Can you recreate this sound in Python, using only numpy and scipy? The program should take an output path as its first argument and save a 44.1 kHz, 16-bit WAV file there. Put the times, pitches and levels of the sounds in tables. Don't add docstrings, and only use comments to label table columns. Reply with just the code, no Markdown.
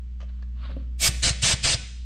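import sys
import numpy as np
from scipy import signal
from scipy.fft import rfft, irfft
from scipy.io import wavfile
from scipy.ndimage import uniform_filter1d

SR = 44100
rng = np.random.default_rng(int(sys.argv[2]) if len(sys.argv) > 2 else 0)


def store_wav(level_fs):
    pcm = np.round(np.clip(np.atleast_2d(level_fs), -1, 1) * 32767)
    wavfile.write(sys.argv[1], SR, pcm.T.astype(np.int16))


N = 90404
TIME, BINS = np.arange(N) / SR, np.fft.rfftfreq(N, 1 / SR)

# (valve half open [s], valve starts to shut [s], level [dB], rise [s], release [s],
# nozzle depth in the hole [0-1], whistle [Hz])
BLASTS = [(1.0298, 1.08, -13, 0.013, 0.0086, 0.17, 8420), (1.231, 1.297, -17, 0.0045, .012, 0.97, 4150),
          (1.43, 1.535, -16.5, 0.0056, 0.009, 0.74, 3550),
          (1.6395, 1.743, -17.5, 0.0057, 0.0082, 0.99, 4950)]
# (frequency [Hz], relative density [dB per Hz])
JET_ABOVE = [(60, -8), (200, -8), (450, -12.5), (700, -9.5), (900, -15), (1080, -8), (1350, -14),
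             (1700, -5), (3500, 0.5), (6200, 0.5), (8600, 1.5), (9300, -7), (12300, -2.5), (15500, -15)]
JET_INSIDE = [(60, -16), (200, -13.5), (380, -14.5), (520, -7.5), (900, -12), (1700, -4.5), (3000, 0.5),
              (4800, 2), (5800, -0.5), (8200, -2.5), (9500, -11.5), (11000, -26), (12500, -47),
              (15500, -44)]
# (frequency [Hz], width [Hz], boost above the hole [dB], boost inside it [dB])
CAVITY_RINGS = [(655, 110, 5, 4), (2305, 80, 10, 5), (2897, 45, 6, 4), (3040, 30, 8, 4), (4224, 30, 4, 6),
                (4823, 25, 3, 7), (5030, 70, 5, 4), (5484, 30, 10, 4), (6316, 30, 4, 6), (7528, 40, 7, 6),
                (8163, 40, 10, 9), (8423, 35, 9, 4), (8705, 45, 11, 6), (10090, 80, 9, 7),
                (10800, 250, -16, 0)]
# (frequency [Hz], likeness [0-1])
LIKENESS = [(3600, .999), (4600, .92), (9000, .8), (15000, .45)]
# (frequency [Hz], left minus right [dB])
LEAN = [(9000, -2), (12000, -8), (15000, -12)]
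# (frequency [Hz], relative density [dB per Hz])
BUFFET = [(20, 5.5), (40, 0.5), (130, 1), (200, -6), (320, -15), (700, -47)]
# (time [s], level [dB], half width [s], direction [-1 starts, +1 stops])
PUFFS = [(1.0924, -13.5, 0.0023, 1), (1.243, -20, 0.0035, -1), (1.310, -15, 0.0024, 1),
         (1.439, -14, 0.0024, -1), (1.5405, -14, 0.0022, 1), (1.65, -22.5, 0.0025, -1),
         (1.7508, -16, 0.0026, 1)]
# (time [s], level [dB], contact decay [s], ring of that spot [Hz])
TAPS = [(0.2025, -43.5, 0.0087, 1220), (0.212, -50, 0.023, 3055), (0.227, -46.5, 0.011, 615),
        (0.423, -49.5, 0.0059, 4380), (0.425, -53.5, 0.008, 1730), (0.965, -57.5, 0.0023, 2280)]
# (frequency [Hz], relative density [dB per Hz])
TAP_COLOUR = [(200, -21.5), (600, 9), (820, -6), (1150, 1), (3100, -5.5), (4000, -6.5), (6500, -11.5),
              (11000, -49.5)]
# (middle [s], half length [s], level [dB])
RUBS = [(0.295, 0.01, -62), (0.37, 0.09, -70), (0.616, 0.051, -58.5), (0.656, 0.028, -49),
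        (0.71, 0.02, -51), (0.779, 0.073, -61.5)]
# (frequency [Hz], relative density [dB per Hz])
RUB_COLOUR = [(300, -22), (600, 2.5), (820, -9.5), (1120, 1.5), (1800, -4.5), (4500, -8.5), (5400, -26.5),
              (12000, -46.5)]
# (time [s], level [dB], contact decay [s])
KNOCKS = [(0.694, -41.5, 0.012), (0.711, -44, 0.0065), (0.765, -36, 0.006)]
# (frequency [Hz], level [dB], decay by 60 dB [s])
KNOCK_MODES = [(260.5, 5.5, 0.11), (544, -0.5, 0.071), (728, -12, 0.083)]
# (frequency [Hz], relative density [dB per Hz])
KNOCK_COLOUR = [(130, 1.5), (600, -10.5), (1200, -26), (4000, -56)]
# (frequency [Hz], relative density [dB per Hz])
RUMBLE = [(40, -5), (150, 5.5), (260, 1), (800, -56)]
# (frequency [Hz], decay by 60 dB [s])
ROOM_T60 = [(150, 0.44), (800, 0.5), (2500, 0.64), (5000, 0.8), (9000, 0.62)]
# (frequency [Hz], level [dB])
ROOM_DB = [(60, -30.5), (150, -14), (300, -5.5), (700, -16), (2500, -10.5), (5000, -18), (9000, -17),
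           (15000, -29)]
# (time [s], level [dB])
HUM_LEVEL = [(0, -34), (.5, -31.5), (1.08, -30), (1.17, -25.5), (1.4, -31.5), (1.6, -34.5), (1.9, -37.5),
             (2.04, -32.5)]
# (frequency [Hz], level [dB])
HUM_LINES = [(120.2, -56.5), (195.5, -56)]
# (frequency [Hz], relative density [dB per Hz])
AIR = [(20, 9), (130, 2), (300, -9), (600, -26.5), (3000, -25), (8000, -36), (11000, -63), (15000, -77)]

SAG_DB_PER_S, FLUTTER_DB, FLUTTER_HZ = -34, 0.45, 70
FILL_S, HOLLOW_HZ, HOLLOW_DB = 0.0079, 1360, 3.5
WHISTLE_DB, WHISTLE_WIDTH_HZ, WHISTLE_WANDER_HZ = -14.5, 120, 70.2
ECHO_SHARE, ECHO_SPREAD_S = 0.33, 0.012
BUFFET_DB, PATCHY_DB = -30, 2
TAP_RISE_S, TAP_WIDTH_HZ, TAP_RING_DB = 0.0018, 210, 16
KNOCK_RISE_S, KNOCK_SCUFF_DB = 0.0019, 3
RUMBLE_S, RUMBLE_HALF_S, RUMBLE_DB = 0.774, 0.16, -46
ROOM_DELAY_S, ROOM_FOCUS, PUFF_SPILL_DB = 0.012, 0.26, 5
HUM_HZ, HUM_WAVER_DB, AIR_DB = 60.1, 2.3, -53.5
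LIMIT_DB, LIMIT_SHARE, RECOVER_DB_PER_S = -23, 0.42, 52
EDGE_HZ = 15680


def blast(opens, shuts, db, rise, release, depth, whistle_hz, focus=1):
    def blend(above, inside):
        return (1 - depth) * above + depth * inside

    ramp = np.clip((TIME - opens) / (2 * rise), -np.pi, np.pi)
    opening = (1 + np.tanh(np.sinh(ramp))) / 2
    closing = np.exp(-np.maximum(TIME - shuts, 0) / release)
    sag_db = SAG_DB_PER_S * np.maximum(TIME - opens, 0)
    flow = opening * closing * amp(sag_db + FLUTTER_DB * drift(FLUTTER_HZ))

    rings_db = sum(blend(above, inside) * bump(hz, width) for hz, width, above, inside in CAVITY_RINGS)
    bay_db = 20 * np.log10(abs(bay()) + 1e-6)
    colour_db = blend(read(JET_ABOVE), read(JET_INSIDE)) + focus * (rings_db + bay_db)
    hiss = noise(colour_db, blend(read(LEAN), 0), spread=0.55)

    hollow = irfft(rfft(hiss) * np.exp(-(BINS / HOLLOW_HZ) ** 2), N)
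    keep = np.exp(-1 / (FILL_S * SR))
    filled = signal.lfilter([1 - keep], [1, -keep], flow + 1e-12)

    direct = flow * (hiss - hollow)
    delayed = filled * (amp(HOLLOW_DB) * hollow + focus * whistle(whistle_hz))
    buffet = flow * amp(BUFFET_DB) * noise(read(BUFFET))
    return amp(db) * (direct + delayed) + buffet


def whistle(hz):
    turns = np.cumsum(hz + WHISTLE_WANDER_HZ * drift(24)) / SR
    swirl = drift(WHISTLE_WIDTH_HZ) + 1j * drift(WHISTLE_WIDTH_HZ)
    return amp(WHISTLE_DB) * (swirl * np.exp(2j * np.pi * turns)).real


def bay(count=12):
    echoes = np.zeros(N)
    delays_s = rng.uniform(0.1, 1, count) * ECHO_SPREAD_S
    echoes[(delays_s * SR).astype(int)] = rng.choice([-1, 1], count)
    return 1 + ECHO_SHARE / np.sqrt(count) * rfft(echoes)


def bump(hz, width):
    return 1 / (1 + (2 * (BINS - hz) / width) ** 2)


def puffs():
    out = np.zeros(N)
    for s, db, half, direction in PUFFS:
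        u = (TIME - s) / half
        out += direction * amp(db) * (1 - u ** 2) * np.exp(-u ** 2 / 2)
    return out


def patchy(x):
    z = signal.stft(x, nperseg=256)[2]
    patches = uniform_filter1d(rng.standard_normal(z.shape[1:]), size=3, axis=0)
    patches = unit(uniform_filter1d(patches, size=7, axis=1))
    return signal.istft(z * amp(PATCHY_DB * patches), nperseg=256)[1][:, :N]


def taps():
    out = 0
    for s, db, decay, hz in TAPS:
        colour_db = read(TAP_COLOUR) + TAP_RING_DB * bump(hz, TAP_WIDTH_HZ)
        out = out + amp(db) * contact(s, TAP_RISE_S, decay) * noise(colour_db)
    return out


def rag(grain_db=1.5, grain_hz=350, low_hz=350):
    stroke = sum(amp(db) * np.exp(-((TIME - s) / half) ** 2) for s, half, db in RUBS)
    low_cut_db = -20 * np.log10(1 + (low_hz / (BINS + 1)) ** 2)
    return stroke * amp(grain_db * drift(grain_hz)) * noise(read(RUB_COLOUR) + low_cut_db)


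def knocks():
    lean = np.exp(-((TIME - RUMBLE_S) / RUMBLE_HALF_S) ** 2)
    out = amp(RUMBLE_DB) * lean * noise(read(RUMBLE))
    scuff = amp(KNOCK_SCUFF_DB) * noise(read(KNOCK_COLOUR))
    for s, db, decay in KNOCKS:
        thud = contact(s, KNOCK_RISE_S, decay) * scuff
        for hz, mode_db, t60 in KNOCK_MODES:
            envelope = contact(s, KNOCK_RISE_S, t60 / np.log(1000))
            thud = thud + amp(mode_db) * envelope * np.sin(2 * np.pi * hz * (TIME - s))
        out = out + amp(db) * thud
    return out


def contact(s, rise, decay):
    return np.clip((TIME - s) / rise, 0, 1) * np.exp(-np.maximum(TIME - s, 0) / decay)


def workshop(x):
    hz, t, z = signal.stft(noise(0 * BINS, spread=1), SR, nperseg=256)
    decay = np.exp(-np.log(1000) * t / read(ROOM_T60, hz)[:, None])
    decay = decay * (t > ROOM_DELAY_S)
    decay = decay / np.sqrt(N * np.mean(decay ** 2, axis=1, keepdims=True))
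    level = amp(read(ROOM_DB, hz))[:, None]
    tail = signal.istft(z * decay * level, SR, nperseg=256)[1]
    return signal.fftconvolve(x, tail, axes=1)[:, :N]


def hum():
    def tone(hz):
        return np.sqrt(2) * np.sin(2 * np.pi * (hz * TIME + rng.random()))

    mains = amp(np.interp(TIME, *np.transpose(HUM_LEVEL))) * tone(HUM_HZ)
    lines = sum(amp(db + HUM_WAVER_DB * drift(rate_hz=3.0)) * tone(hz) for hz, db in HUM_LINES)
    return mains + lines


def room_air():
    return amp(AIR_DB) * noise(read(AIR))


def noise(colour_db, lean_db=0, spread=0):
    mid, side = rfft(rng.standard_normal((2, N)))
    apart = np.clip(spread * (1 - read(LIKENESS)), 0, 1)
    mid, side = mid * np.sqrt(2 - apart), side * np.sqrt(apart)
    left = (mid + side) * amp(lean_db / 2)
    right = (mid - side) * amp(-lean_db / 2)
    return unit(irfft(np.array([left, right]) * amp(colour_db), N))


def drift(rate_hz):
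    return unit(irfft(rfft(rng.standard_normal(N)) * np.exp(-(BINS / rate_hz) ** 2), N))


def amp(db):
    return 10 ** (np.asarray(db) / 20)


def unit(x):
    return x / np.sqrt(np.mean(x ** 2) + 1e-20)


def read(points, hz=BINS):
    f, value = np.transpose(points)
    return np.interp(np.log(hz + 1), np.log(f + 1), value)


def scene():
    jet = patchy(sum(blast(*row) for row in BLASTS)) + puffs()
    handling = taps() + patchy(rag()) + knocks()
    spill = sum(blast(*row, focus=ROOM_FOCUS) for row in BLASTS) + amp(PUFF_SPILL_DB) * puffs()
    return jet + handling + workshop(spill + handling) + hum() + room_air()


def record(dry):
    power = uniform_filter1d((dry ** 2).mean(0), size=300)
    power_db = 10 * np.log10(abs(power) + 1e-12)
    fall_db = TIME * RECOVER_DB_PER_S
    peak_db = np.maximum.accumulate(power_db + fall_db) - fall_db
    over_db = np.maximum(peak_db - LIMIT_DB, 0)
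    held = dry * amp(-LIMIT_SHARE * uniform_filter1d(over_db, size=200))
    low_pass = signal.firwin(511, EDGE_HZ, window=("kaiser", 9), fs=SR)
    return signal.oaconvolve(held, low_pass[None], "same")


dry = scene()
out = record(dry)
store_wav(out)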